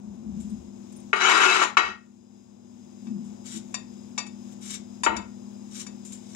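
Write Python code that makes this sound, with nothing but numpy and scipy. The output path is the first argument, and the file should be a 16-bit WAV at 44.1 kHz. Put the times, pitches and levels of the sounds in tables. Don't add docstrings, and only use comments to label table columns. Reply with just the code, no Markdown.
import sys
import numpy as np
from scipy import signal
from scipy.fft import rfft, irfft
from scipy.io import wavfile
from scipy.ndimage import uniform_filter1d, minimum_filter1d

SR = 44100
rng = np.random.default_rng(int(sys.argv[2]) if len(sys.argv) > 2 else 0)


def unload_wav(signal):
    wavfile.write(
        sys.argv[1],
        SR,
        np.round(np.clip(np.atleast_2d(signal).T, -1, 1) * 32767).astype(np.int16),
    )


N = 280413
TIME = np.arange(N) / SR
RING_TIME = TIME[:SR // 2]


def undb(db):
    return 10 ** (np.asarray(db) / 20)


def unit(x):
    return x / np.sqrt(np.mean(x ** 2))


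def unit_energy(x):
    return x / np.sqrt(np.sum(x ** 2))


def fade(t60):
    return np.exp(-np.log(1000) * RING_TIME / t60)


def ramp(start, length):
    return np.clip((TIME - start) / length, 0, 1)


def swell(at, width):
    return np.exp(-.5 * ((TIME - at) / width) ** 2)


def through(x, response):
    return signal.fftconvolve(x, response)[:len(x)]


def colour(x, points, size=4096):
    hz, db = np.transpose(points)
    log_gain = np.log(undb(np.interp(np.log(np.fft.rfftfreq(size, 1 / SR) + 1), np.log(hz + 1), db)))
    cepstrum = irfft(log_gain)
    cepstrum[1:size // 2] *= 2
    cepstrum[size // 2 + 1:] = 0
    return through(x, irfft(np.exp(rfft(cepstrum))))


def cut(x, hz, kind):
    return signal.sosfilt(signal.butter(2, hz, kind, fs=SR, output="sos"), x)


def cut_backwards(x, hz, kind):
    return cut(x[..., ::-1], hz, kind)[..., ::-1]


def resonate(x, hz, width_hz):
    radius, angle = np.exp(-np.pi * width_hz / SR), 2 * np.pi * hz / SR
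    poles = [1, -2 * radius * np.cos(angle), radius ** 2]
    ring = signal.lfilter([(1 - radius ** 2) * np.sin(angle)], poles, x)
    return cut(cut(ring, hz / np.sqrt(2), "high"), hz * np.sqrt(2), "low")


def mode(force, hz, width_hz, db=0):
    return undb(db) * unit_energy(resonate(force, hz, width_hz))


def walk(rate):
    step = int(SR / rate)
    return np.sqrt(2) * uniform_filter1d(np.repeat(rng.standard_normal(N // step + 1), step), step)[:N]


def tone(hz, drift_hz):
    return unit(np.sin(2 * np.pi * (np.cumsum(hz + drift_hz * walk(6)) / SR + rng.random())))


def grains(per_s, spread_db):
    slips = (rng.random(N) < per_s / SR) * rng.choice([-1, 1], N)
    return unit(slips * undb(spread_db * rng.standard_normal(N)))


def contact(chatter_s, chatter_db):
    chatter = rng.standard_normal(len(RING_TIME)) * np.exp(-RING_TIME / chatter_s)
    force = undb(chatter_db) * unit_energy(chatter)
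    force[0] += 1
    return force


def add(out, at, sound, db):
    start = int(at * SR)
    attack_rms = np.sqrt(np.mean(sound[:SR // 100] ** 2))
    out[start:start + len(sound)] += (sound * undb(db) / attack_rms)[:N - start]


# frequency in Hz, relative level in dB.
ROOM_EQ = [(30, -47.5), (60, -31.5), (130, -29.5), (215, -14.5), (280, -22), (370, -25.5), (450, -29),
           (820, -31), (1300, -43), (2800, -45), (3700, -44), (4500, -48.5), (6300, -39.5), (7400, -38),
           (8000, -48), (12000, -62.5), (16000, -62)]
def room_tone(db, apart_db):
    shared = rng.standard_normal(N)
    sides = [colour(shared + undb(apart_db) * rng.standard_normal(N), ROOM_EQ) for _ in range(2)]
    return undb(db) * np.array([unit(side) for side in sides])


# pitch in Hz, level in dB before the trim.
HUM_LINES = [(101.4, -62.5), (120, -65), (152.1, -69), (202.8, -46), (240, -48), (259, -62), (341, -60.5),
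             (360, -61.5)]
def motor_hum(trim_db=.25, waver_db=.82):
    return sum(undb(db + trim_db + waver_db * walk(2.7)) * tone(hz, drift_hz=.6) for hz, db in HUM_LINES)


def whine(hz=5040, start_db=-73, rise_db=4.5, rise_s=3.2):
    breath = unit(resonate(rng.standard_normal(N), hz, width_hz=70))
    level_db = start_db + rise_db * ramp(0, rise_s) + walk(6)
    return unit(tone(hz, drift_hz=12) + undb(-4) * breath) * undb(level_db)


def background():
    rush = cut_backwards(cut(room_tone(-50, apart_db=-7), 1500, "low"), 1500, "low")
    hiss = cut_backwards(cut(room_tone(-51, apart_db=-1), 1400, "high"), 1400, "high")
    fade_in = undb(-6.5 * (1 - ramp(0, .36)))
    return motor_hum() + rush + (hiss * undb(walk(9)) + whine()) * fade_in


# centre in seconds, width in seconds, then rumble, boom and overtone levels in dB.
SOFT_PUSHES = [(0.102, 0.067, -58.5, -40.5, -69), (0.36, 0.12, -50.5, -35.5, -58),
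               (.53, 0.084, -51.5, -37, -64), (1.891, .045, -46, -42, -50), (3.141, 0.058, -68, -31, -46),
               (3.231, 0.062, -66, -38.5, -70), (3.57, 0.033, -70, -36, -44.5),
               (5.161, 0.066, -46.5, -40, -40)]
def bumps(pitches_hz=(76.7, 214, 335.7), width_hz=28):
    out = np.zeros(N)
    for at, width_s, *levels_db in SOFT_PUSHES:
        shape = swell(at, width_s)
        for hz, db in zip(pitches_hz, levels_db):
            boom = shape * resonate(resonate(rng.standard_normal(N), hz, width_hz), hz, 2 * width_hz)
            out += undb(db) * unit_energy(boom) * np.sqrt(np.sum(shape ** 2))
    return out


# frequency in Hz, relative level in dB.
SCUFF_EQ = [(530, -65), (900, -40), (1060, -17.5), (1580, -16), (1690, -15), (2150, -11.5), (2450, -15.5),
            (3580, -10), (4710, -13.5), (7500, -4), (9290, -22), (15500, -59)]
def light_scuff(force):
    return colour(force, SCUFF_EQ)


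# start in seconds, level in dB, pitch in Hz, chatter in seconds.
METAL_TICKS = [(0.402, -52, 7280, 0.033), (.497, -59, 7870, 0.02), (0.924, -55.5, 7500, 0.002),
               (0.962, -57, 9200, 0.011), (1.0, -57, 8500, 0.0054), (3.245, -60.5, 7300, 0.026),
               (3.46, -59, 7300, 0.0031), (4.522, -57, 7460, .006), (4.614, -57.5, 7700, .004),
               (6.05, -46.5, 7200, 0.057), (6.121, -44.5, 7260, 0.024)]
def light_ticks(width_hz=220, overtone_db=-9, scuff_db=-5):
    out = np.zeros(N)
    for at, db, hz, chatter_s in METAL_TICKS:
        force = contact(chatter_s, chatter_db=10.5)
        ring = sum(mode(force, hz * ratio, width_hz, k * overtone_db)
                   for k, ratio in enumerate([1, 1.15, 1.4]))
        scuff = undb(scuff_db) * unit_energy(light_scuff(force))
        add(out, at, cut(ring + scuff, 1400, "high"), db)
    return out


# pitch in Hz, relative level in dB, seconds to fall 60 dB.
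BLADE_MODES = [(1039, -5.5, 0.082), (1174, -10, 0.1), (1878, 0, 0.055), (2300, -5, 0.062),
               (2443, -5, 0.031), (2600, -4, 0.24), (3624, 0.5, 0.068), (3960, -13.5, 0.019),
               (4640, 1.5, 0.1), (5820, 0.5, 0.035), (7260, -9, 0.12), (7127, 7.5, 0.075),
               (8400, -12.5, 0.1), (10450, -16, 0.089)]
def blade_modes(force):
    for hz, db, t60 in BLADE_MODES:
        yield hz, db, resonate(force, hz, np.log(1000) / np.pi / t60)


# start and let-go in seconds, final level in dB, build-up in dB.
PEELS = [(3.437, 3.576, -45, 6), (4.601, 4.748, -39.5, 11.5), (5.699, 5.815, -41, 11.5),
         (6.2, 6.336, -59.5, 4)]
def pancake_peels(attack_s=.029, release_s=.016, patchy_db=1.3):
    rub = grains(per_s=3500, spread_db=4)
    rasp = unit(light_scuff(rub))
    shimmer = unit(sum(undb(db) * ring for hz, db, ring in blade_modes(rub) if hz > 2000))
    sheen = unit(resonate(rub, 7420, width_hz=870))
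    crackle = unit(cut(cut(grains(per_s=1400, spread_db=4.5), 7500, "low"), 6200, "high"))
    sound = undb(-.5) * rasp + undb(-10) * shimmer + undb(-3) * sheen + undb(-16) * crackle
    strokes = np.zeros(N)
    for start, lets_go, db, build_db in PEELS:
        build = undb(db - build_db * (1 - ramp(start, lets_go - start)))
        release = np.exp(-np.maximum(TIME - lets_go, 0) / release_s)
        strokes += ramp(start, attack_s) * build * release
    return sound * undb(patchy_db * walk(60)) * strokes


# frequency in Hz, relative level in dB.
CLICK_EQ = [(350, -20), (600, -4), (1050, -2.5), (1580, -14), (2610, -3), (2990, -18.5), (3660, -10),
            (5290, -18.5), (7140, -5), (10300, -20), (11000, -46), (12100, -25), (15500, -43)]
# start in seconds, level in dB, low-pass in Hz, chatter in seconds,
# lean towards the odd modes in dB.
BLADE_TAPS = [(3.068, -53.5, 3200, 0.0047, -6.5), (3.742, -29.5, 7560, 0.003, 1),
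              (4.178, -28, 5900, 0.0092, -6.5), (4.265, -47.5, 11900, 0.004, -2),
              (5.0343, -24.5, 11000, 0.0037, 13.5), (5.047, -29, 12000, 0.0041, -9),
              (5.165, -33.5, 11600, 0.00077, 0), (5.865, -43, 12000, 0.0025, -2),
              (6.348, -40, 8000, 0.0028, -4)]
def spatula_taps(click_db=-6, click_s=.0058):
    out = np.zeros(N)
    lowest_hz = BLADE_MODES[0][0]
    for at, db, bright_hz, chatter_s, odd_db in BLADE_TAPS:
        force = contact(chatter_s, chatter_db=4)
        blade = sum(undb(mode_db + odd_db * (-1) ** k * lowest_hz / hz) * unit_energy(ring)
                    for k, (hz, mode_db, ring) in enumerate(blade_modes(force)))
        click = colour(contact(chatter_s + click_s, chatter_db=11), CLICK_EQ)
        sound = unit_energy(blade) + undb(click_db) * unit_energy(click)
        add(out, at, cut(sound, bright_hz, "low"), db)
    return out


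# frequency in Hz, relative level in dB.
GRIDDLE_EQ = [(120, -54), (260, -20.5), (370, -9), (470, -7.5), (560, -29.5), (720, -3.5), (950, -7.5),
              (1350, 0), (1700, -6.5), (2250, -6.5), (3100, -13), (4200, -17), (6000, -23), (7300, -19.5),
              (8300, -29.5), (11000, -38.5), (15500, -60.5)]
def griddle(force):
    return colour(force, GRIDDLE_EQ)


# centre in seconds, pitch in Hz, width in seconds, level in dB.
FOOT_SQUEAKS = [(1.245, 6890, 0.02, -23.5), (1.24, 5920, 0.021, -27), (1.263, 3050, 0.0069, -18.5)]
def foot_squeaks(wobble=.0094):
    out = np.zeros(N)
    for at, hz, width_s, db in FOOT_SQUEAKS:
        pitch_hz = hz * (1 + wobble * walk(200))
        out += undb(db) * swell(at, width_s) * np.sin(2 * np.pi * np.cumsum(pitch_hz) / SR)
    return out


# pitch in Hz, relative level in dB.
PLATE_MODES = [(366.1, -43), (748.3, -45), (1206, -37), (1427, -36), (1879, -44), (2175, -40), (2595, -39),
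               (2923, -45), (3914, -47), (4780, -47), (5292, -54), (5674, -51), (5905, -52), (6202, -54),
               (6885, -48), (7477, -54), (8290, -59), (8710, -57), (9286, -65), (9706, -75), (9991, -68),
               (10395, -79), (10729, -77), (10896, -72), (11332, -75), (11811, -74)]
def plate_drag(drag_db=-12, ease_db=-6.5, wander_db=5, judder_db=1.5, treble_db_per_s=14):
    grab_s, free_s, hardest_s, brake_s, rest_s = 1.135, 1.201, 1.363, 1.6346, 1.731
    creep = undb(-9)
    speed = creep * ramp(grab_s, .01) + (1 - creep) * ramp(free_s, .02)
    speed *= (1 - ramp(brake_s, rest_s - brake_s)) ** 1.8
    since_hardest = np.clip(TIME, grab_s, rest_s) - hardest_s
    pull_db = drag_db + ease_db * (since_hardest / (brake_s - hardest_s)) ** 2
    slips = grains(per_s=3000, spread_db=.5) * undb(judder_db * walk(90))
    china = sum(undb(db + np.log2(hz) + wander_db * walk(22)) * unit(resonate(slips, hz, width_hz=24))
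                for hz, db in PLATE_MODES)
    hollow = unit(resonate(slips, 372, width_hz=32))
    scrape = undb(-5.5) * unit(china) + undb(-2) * unit(griddle(slips)) + undb(-12) * hollow
    treble = cut_backwards(cut(scrape, 4400, "high"), 4500, "high")
    scrape += treble * (undb(-1.5 + treble_db_per_s * since_hardest) - 1)
    sound = cut(scrape * speed * undb(pull_db) + foot_squeaks(), 11000, "low")
    return cut(cut(sound, 290, "high"), 290, "high")


# pitch in Hz, bandwidth in Hz, relative level in dB.
HOLLOW_MODES = [(430, 67, -5.5), (503, 66, -3), (760, 130, -2), (929.5, 85, 7)]
# start in seconds, level in dB, low-pass in Hz, chatter in seconds,
# rattle in dB, rattle length in seconds, hollow thump in dB.
PLATE_HITS = [(1.130, -11, 2200, 0.0037, -32, 0.036, -19), (1.284, -14.5, 1877, 0.0055, -12.5, .04, -25),
              (1.615, -11.5, 1300, 0.0037, -20.5, 0.035, -5.5), (1.769, 0.5, 5000, 0.012, -7.5, 0.15, -24),
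              (5.063, -13.5, 1920, 0.0075, -9.5, 0.16, 0.5)]
def plate_knocks(china_db=-3, china_width_hz=35, rim_db=-11):
    out = np.zeros(N)
    for at, db, bright_hz, chatter_s, rattle_db, rattle_s, thump_db in PLATE_HITS:
        settling = fade(.93) * np.exp(-(RING_TIME / rattle_s) ** 4)
        rattle = unit_energy(rng.standard_normal(len(RING_TIME)) * settling)
        force = unit_energy(contact(chatter_s, chatter_db=14)) + undb(rattle_db) * rattle
        china = unit_energy(sum(mode(force, hz, china_width_hz, level) for hz, level in PLATE_MODES))
        iron = unit_energy(griddle(force))
        rim = mode(force, 1890, width_hz=8, db=rim_db)
        thump = unit_energy(sum(mode(force, *row) for row in HOLLOW_MODES))
        sound = iron + undb(china_db) * china + rim + undb(thump_db) * thump
        add(out, at, cut(cut(sound, bright_hz, "low"), 300, "high"), db)
    return out


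def kitchen(x, early_db=-1, tail_db=-11):
    sides = []
    for _ in range(2):
        early, low, high = rng.standard_normal((3, len(RING_TIME)))
        early = unit_energy(cut(early * fade(.032) * (RING_TIME > .001), 2200, "high"))
        low = cut(low, 3100, "low") * fade(.27)
        high = cut(cut(high, 3300, "high"), 6200, "low") * fade(.25)
        tail = unit_energy((low + high) * (RING_TIME > .008))
        sides.append(x + through(x, undb(early_db) * early + undb(tail_db) * tail))
    return np.array(sides)


def scene():
    sources = plate_knocks() + plate_drag() + spatula_taps() + pancake_peels() + light_ticks()
    return kitchen(sources) + bumps() + background()


def limiter(x, knee_db=-6.5, ratio=2.4, release_db_per_s=7.5, ahead_samples=660, ceiling=.9):
    peak = np.abs(x).max(axis=0) + 1e-9
    duck_db = np.maximum(20 * np.log10(peak) - knee_db, 0) * (1 - 1 / ratio)
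    ahead_db = -minimum_filter1d(-duck_db, ahead_samples, origin=-ahead_samples // 2)
    held_db = np.maximum.accumulate(ahead_db + release_db_per_s * TIME) - release_db_per_s * TIME
    x = x * undb(-uniform_filter1d(held_db, ahead_samples // 2))
    return x / (1 + (x / ceiling) ** 8) ** (1 / 8)


# frequency in Hz, left over right in dB.
PORT_BALANCE = [(100, 7.5), (1000, 9), (2500, 10), (5000, 8.5), (7000, 16.5), (8800, 2), (12000, -3.5)]
def record(dry, lag_samples=34, top_hz=15800):
    hz, balance_db = np.transpose(PORT_BALANCE)
    right_db = 20 * np.log10(2 / (1 + undb(balance_db)))
    left = colour(np.pad(dry[0], (lag_samples, 0))[:N], np.c_[hz, right_db + balance_db])
    right = colour(dry[1], np.c_[hz, right_db])
    top_cut = signal.ellip(10, .1, 80, top_hz, fs=SR, output="sos")
    return signal.sosfilt(top_cut, limiter(np.array([left, right])))


dry = scene()
out = record(dry)
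unload_wav(out)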